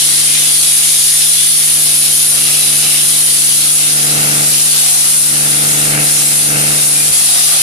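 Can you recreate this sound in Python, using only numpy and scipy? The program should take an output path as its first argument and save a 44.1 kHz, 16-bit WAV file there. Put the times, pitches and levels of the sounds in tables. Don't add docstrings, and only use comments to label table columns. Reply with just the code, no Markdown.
import sys
import numpy as np
from scipy import signal
from scipy.fft import rfft, irfft, next_fast_len
from scipy.io import wavfile
from scipy.ndimage import uniform_filter1d, map_coordinates

SR = 44100
rng = np.random.default_rng(int(sys.argv[2]) if len(sys.argv) > 2 else 0)


def master(y):
    cut = np.clip(np.atleast_2d(y).T, -1, 1)
    pcm = np.round(cut * 32767)
    wavfile.write(sys.argv[1], SR, pcm.astype(np.int16))


N = 336042
TIME_S = np.arange(N) / SR


# t/s, level/dB
SPRAY_SWEEP = [(0, -13), (.35, -15), (.68, -10.5), (1.35, -11.5), (1.8, -16.5), (2.26, -15.5),
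               (2.42, -18.5), (2.85, -18.5), (3.3, -14.5), (4.62, -15), (4.85, -10), (5.22, -13),
               (5.38, -22), (6.2, -18.5), (6.87, -17), (7.11, -17.5), (7.135, -9), (7.62, -10)]
# start/s, fade/s, hold/s, return/s, depth at hold start/dB, depth at hold end/dB
SPRAY_LULLS = [(3.77, 0.4, 0.21, 0.16, 10, 9), (5.578, 0.27, 0.14, 0.094, 3.5, 12),
               (6.417, .14, 0.23, .04, 10, 5)]

def spray():
    lull_db = sum(np.interp(TIME_S, np.cumsum([start, fade, hold, back]), [0, first_db, last_db, 0])
                  for start, fade, hold, back, first_db, last_db in SPRAY_LULLS)
    sway_db = 0.21 * wobble(8.8)
    spray_db = curves(SPRAY_SWEEP)[0] - lull_db + sway_db
    tremble = wobble(13)
    return jet(spray_db + 0.29 * tremble) + splash(spray_db + 0.18 * tremble) + panel_drum(spray_db)


# f/Hz, relative level/dB
JET_SPECTRUM = [(300, -49.5), (2000, -31.5), (4000, -20), (7000, -13.5), (8450, -9.7), (9100, -4.2),
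                (9500, -1.4), (9950, -1.7), (10500, -4.5), (11300, -9.5), (12800, -16.5), (14200, -23),
                (15000, -50), (15500, -58)]
# t/s, left lag/us, direct power share/1
LANCE_PATH = [(0, 13, 0.16), (1.1, 0, 0.32), (1.55, -22, 0.13), (1.9, 3, 0.32), (2.7, 1, 0.3),
              (3.4, 27, 0.23), (4.1, 55, 0.27), (4.8, 52, 0.32), (6.2, 34, 0.12), (7.62, 55, 0.24)]
# t/s, resonance gain/dB, top treble gain/dB
NOZZLE_FOCUS = [(0, -0.5, -2.5), (1.9, 2, 2.5), (3.4, 1, 1), (4.2, -2.4, -1), (7.62, -2, -1.2)]

def jet(level_db):
    lag_us, direct_share = curves(LANCE_PATH)
    source = rush(JET_SPECTRUM, patchy_db=1.2, ring_db=1.3)[0]
    delayed = map_coordinates(source, [np.arange(N) - lag_us * SR / 1e6])
    direct = np.array([delayed, source])
    reflected = rush(JET_SPECTRUM, patchy_db=1.3, ring_db=2)
    hiss = np.sqrt(direct_share) * direct + np.sqrt(1 - direct_share) * reflected
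    shrill_db, top_db = curves(NOZZLE_FOCUS)
    hiss = lifted(hiss, shrill_db, centre_hz=9760, width_hz=880)
    hiss = lifted(hiss, top_db, centre_hz=12000, width_hz=1800)
    return panned(amp(level_db + 0.63 * wobble(40)) * hiss, left_db=1.5)


# f/Hz, relative level/dB
SPLASH_SPECTRUM = [(300, -22), (1200, -18.5), (2000, -6.5), (2700, -1.5), (3600, 2.5), (5000, 2), (6500, 0),
                   (8000, -4.5), (11000, -3.5), (15000, -38)]
# t/s, splash over jet/dB
SPLASH_RATIO = [(0, -7), (.36, -3.5), (.6, -7), (1.3, -5.2), (1.8, -5.5), (2.55, -3.5), (3.6, -7.5),
                (4.8, -10), (5.5, -10.5), (7, -10.3), (7.25, -9), (7.62, -7)]
# middle/s, length/s, splash gain/dB
EDGE_SLIPS = [(2.29, 0.14, -2.5), (3.73, 0.11, -3), (4.6, .2, 1.5), (5.17, 0.27, -4.5), (6.5, .16, -0.5),
              (6.88, 0.13, -6)]
# middle/s, length/s, f/Hz, width/Hz, gain/dB
CAVITY_RINGS = [(.34, 0.3, 2520, 600, 4.5), (.37, 0.32, 3800, 600, 3.5), (.63, 0.32, 4130, 900, 4.5),
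                (1.0, 1, 7000, 1600, 3.5), (1.1, 0.6, 3560, 200, 5), (1.44, .24, 3450, 350, 7.5),
                (2.07, 0.29, 3100, 550, -1), (2.55, 0.49, 2900, 400, 5), (2.93, 0.41, 2820, 350, 5.5),
                (2.955, .12, 2100, 260, 8), (3.55, 0.16, 3300, 700, 3), (3.85, 0.15, 2660, 700, 4),
                (6.17, 0.16, 7300, 1600, 8), (6.62, 0.32, 2800, 400, 4), (7.0, 0.18, 2370, 130, 14)]

def splash(spray_db):
    mist = rush(SPLASH_SPECTRUM, patchy_db=1.0, ring_db=2.9, cavities=CAVITY_RINGS)
    drops = amp(-6.5) * droplets(SPLASH_SPECTRUM, rate_hz=1200, spread_db=6)
    level_db = spray_db + curves(SPLASH_RATIO)[0] + passes_db(EDGE_SLIPS) + 0.78 * wobble(38)
    return panned(amp(level_db) * unit(mist + drops), left_db=1.0)


def droplets(spectrum, rate_hz, spread_db):
    hits = (rng.random((2, N)) < rate_hz / SR) * rng.choice([-1, 1], size=(2, N))
    sizes = amp(spread_db * np.minimum(rng.exponential(size=(2, N)), 4))
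    return unit(filtered(hits * sizes, lambda hz: amp(along(spectrum, hz))))


# f/Hz, relative level/dB
PANEL_SPECTRUM = [(40, -28), (200, 0), (450, -2.5), (700, 1), (950, -2.5), (1200, 5.5), (1450, 2.5),
                  (1700, 3), (2020, 4), (2250, 1.5), (3000, -0.5), (5000, -16.5)]
# middle/s, length/s, gain/dB, ring f/Hz, ring gain/dB
PANEL_CROSSINGS = [(2.34, 0.24, 8.5, 670, 6), (2.9, 1.1, 3, 640, 1), (4.92, 0.74, 4.5, 750, 6.5),
                   (7.482, 1.1, 4.5, 750, 9)]

def panel_drum(spray_db, offset_db=-25.5, ring_width_hz=110):
    rings = [(middle_s, length_s, hz, ring_width_hz, db) for middle_s, length_s, _, hz, db in PANEL_CROSSINGS]
    metal = rush(PANEL_SPECTRUM, patchy_db=1.0, ring_db=2.7, cavities=rings)
    return amp(spray_db + offset_db + passes_db(PANEL_CROSSINGS) + 1.6 * wobble(30)) * metal


def jolt(start_s, level_db, hz, t60_s):
    age_s = np.maximum(TIME_S - start_s, 0)
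    return amp(level_db - 60 * age_s / t60_s) * np.sin(2 * np.pi * hz * age_s)


SHAFT_HZ = 24.648
# shaft order/1, level/dB
PUMP_LINES = [(2, -66), (4, -64), (5, -63), (6, -40), (8, -59), (9, -48), (12, -48.5), (13, -55), (15, -60),
              (16, -55.5), (18, -55.5), (19, -56), (20, -56), (21, -59.5), (22, -57.5), (27, -54.5),
              (28, -56.5), (30, -54), (33, -57.5), (35, -57.5), (54, -55.5), (56, -56), (59, -52.5),
              (62, -54), (65, -54), (66, -55.5), (75, -56.5), (82, -53), (85, -55.5), (88, -51),
              (93, -55.5)]
# f/Hz, level/dB
HOUSING_SPECTRUM = [(50, -80), (150, -66), (400, -64), (600, -62), (850, -63), (1000, -66.5), (1100, -65),
                    (1450, -60), (1750, -60.5), (1950, -65), (2100, -59.5), (2400, -65), (2700, -61),
                    (2850, -63)]
# f/Hz, amplitude share/1
LINE_WAVER = [(150, .02), (220, .08), (750, .12), (1400, .25)]

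def pump(scatter_db, left_lag_s, diffuse_hz, drift_turns, bass_right_db, size=8192):
    orders = np.arange(2, 116)
    hz = orders * SHAFT_HZ
    level_db = along(HOUSING_SPECTRUM, hz) + scatter_db * rng.uniform(-1, 1, len(orders))
    for order, db in PUMP_LINES:
        level_db[orders == order] = db
    apart_rad = 2 * np.pi * hz * left_lag_s + hz / diffuse_hz * rng.standard_normal(len(orders))
    phase_spread = np.where(orders % 3 == 0, .25, 1)
    phase_rad = phase_spread * rng.uniform(0, 2 * np.pi, len(orders))
    phase_rad = phase_rad + np.array([-apart_rad, apart_rad]) / 2
    lean_db = np.outer([-.5, .5], bass_right_db / (1 + (hz / 300) ** 2))
    lines, unsteady = np.zeros((2, 2, size // 2 + 1), complex)
    lines[:, orders] = amp(level_db + lean_db) * np.exp(1j * phase_rad) * size / np.sqrt(2)
    waver = along(LINE_WAVER, hz) * np.exp(2j * np.pi * rng.random(len(orders)))
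    unsteady[:, orders] = lines[:, orders] * waver
    turns = SHAFT_HZ * TIME_S + drift_turns * wobble(9)
    index = (turns % 1 * size).astype(int) % size
    hum = irfft(lines, size)[:, index]
    hum += sum(wobble(7) * irfft(part, size)[:, index] for part in (unsteady, 1j * unsteady))
    rattle = valves(turns, level_db=-43)
    return hum * amp(0.3 * wobble(12)) + rattle


# f/Hz, relative level/dB
VALVE_SPECTRUM = [(80, -12), (200, -7), (450, 2.5), (800, 2), (1000, 2), (1500, 7), (2200, 9), (2800, 13.5),
                  (4000, -28), (9000, -29)]

def valves(turns, level_db):
    strokes = 1 + np.cos(2 * np.pi * 3 * turns) / 2
    return amp(level_db) * unit(strokes * rush(VALVE_SPECTRUM, patchy_db=2.7))


# f/Hz, level/dB
MAINS_LINES = [(100, -68), (300, -60.5)]

def motor_hum():
    return sum(amp(db) * np.sqrt(2) * np.sin(2 * np.pi * (hz * TIME_S + rng.random()))
               for hz, db in MAINS_LINES)


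# f/Hz, relative level/dB
YARD_SPECTRUM = [(15, 3), (40, -7), (100, 3.5), (200, -1.5), (400, -0.5), (900, -13), (2000, -6),
                 (5000, -8), (12000, -14.5)]

def yard(level_db):
    return amp(level_db) * rush(YARD_SPECTRUM, patchy_db=1)


# f/Hz, correlation/1
STEREO_CORRELATION = [(60, 0.036), (200, 0.36), (600, 0.54), (1400, 0.071), (3000, 0.12), (8000, 0)]

def rush(spectrum, patchy_db, ring_db=0, cavities=(), size=1536):
    hz, t, bins = signal.stft(rng.standard_normal((2, N)), SR, nperseg=size)
    patches, rings = rng.standard_normal((2, *bins.shape[1:]))
    patches = uniform_filter1d(uniform_filter1d(patches, 14, axis=0), 3, axis=1)
    rings = uniform_filter1d(uniform_filter1d(rings, 3, axis=0), 7, axis=1)
    cavity_db = sum(db * np.outer(bell(hz, centre_hz, width_hz), hump(t, middle_s, length_s))
                    for middle_s, length_s, centre_hz, width_hz, db in cavities)
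    gain = amp(along(spectrum, hz)[:, None] + patchy_db * unit(patches) + ring_db * unit(rings) + cavity_db)
    width_rad = np.arccos(along(STEREO_CORRELATION, hz))[:, None] / 2
    bins = bins * gain * [np.cos(width_rad), np.sin(width_rad)]
    mid, side = signal.istft(bins, nperseg=size)[1][:, :N]
    return unit(np.array([mid + side, mid - side]))


def amp(db):
    return 10 ** (np.asarray(db) / 20)


def unit(x):
    return x / np.sqrt(np.mean(x ** 2) + 1e-20)


def along(points, hz):
    knots_hz, values = np.transpose(points)
    return np.interp(np.log(hz + 1), np.log(knots_hz + 1), values)


def curves(rows):
    knots_s, *columns = np.transpose(rows)
    return [np.interp(TIME_S, knots_s, column) for column in columns]


def hump(t, middle_s, length_s):
    return np.cos(np.pi * np.clip((t - middle_s) / length_s, -.5, .5)) ** 2


def passes_db(rows):
    return sum(db * hump(TIME_S, middle_s, length_s) for middle_s, length_s, db, *_ in rows)


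def wobble(rate_hz, step=64):
    at = np.arange(0, N + step, step)
    knots = rng.standard_normal(int(N * rate_hz / SR) + 4)
    return np.interp(np.arange(N), at, map_coordinates(knots, [at * rate_hz / SR]))


def bell(hz, centre_hz, width_hz):
    return np.exp(-((hz - centre_hz) / width_hz) ** 2)


def filtered(x, response):
    size = next_fast_len(N + 8192)
    return irfft(rfft(x, size) * response(np.fft.rfftfreq(size, 1 / SR)), size)[..., :N]


def lifted(x, lift_db, centre_hz, width_hz):
    return x + (amp(lift_db) - 1) * filtered(x, lambda hz: bell(hz, centre_hz, width_hz))


def panned(x, left_db):
    return x * amp([[left_db / 2], [-left_db / 2]])


def scene():
    background = yard(level_db=-45)
    background += pump(scatter_db=6, left_lag_s=0.00027, diffuse_hz=2900,
                       drift_turns=0.00088, bass_right_db=3)
    background += motor_hum()
    return spray() + jolt(start_s=7.113, level_db=-30, hz=115, t60_s=0.044) + background


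def gain_control(x, target_db, slope, memory_s, ahead_samples=700):
    power = np.pad(np.mean(x ** 2, axis=0), (0, ahead_samples), mode="reflect")[ahead_samples:]
    pole = np.exp(-1 / (memory_s * SR))
    start_power = np.mean(power[:SR // 20])
    running_power = signal.lfilter([1 - pole], [1, -pole], power, zi=[pole * start_power])[0]
    return x * amp(slope * (target_db - 10 * np.log10(running_power + 1e-12)))


def record(dry):
    levelled = gain_control(dry, target_db=-8.0, slope=0.89, memory_s=0.024)
    rounded = levelled / (1.5 + levelled ** 10) ** (1 / 10)
    return filtered(rounded, lambda hz: hz < 15300)


dry = scene()
out = record(dry)
master(out)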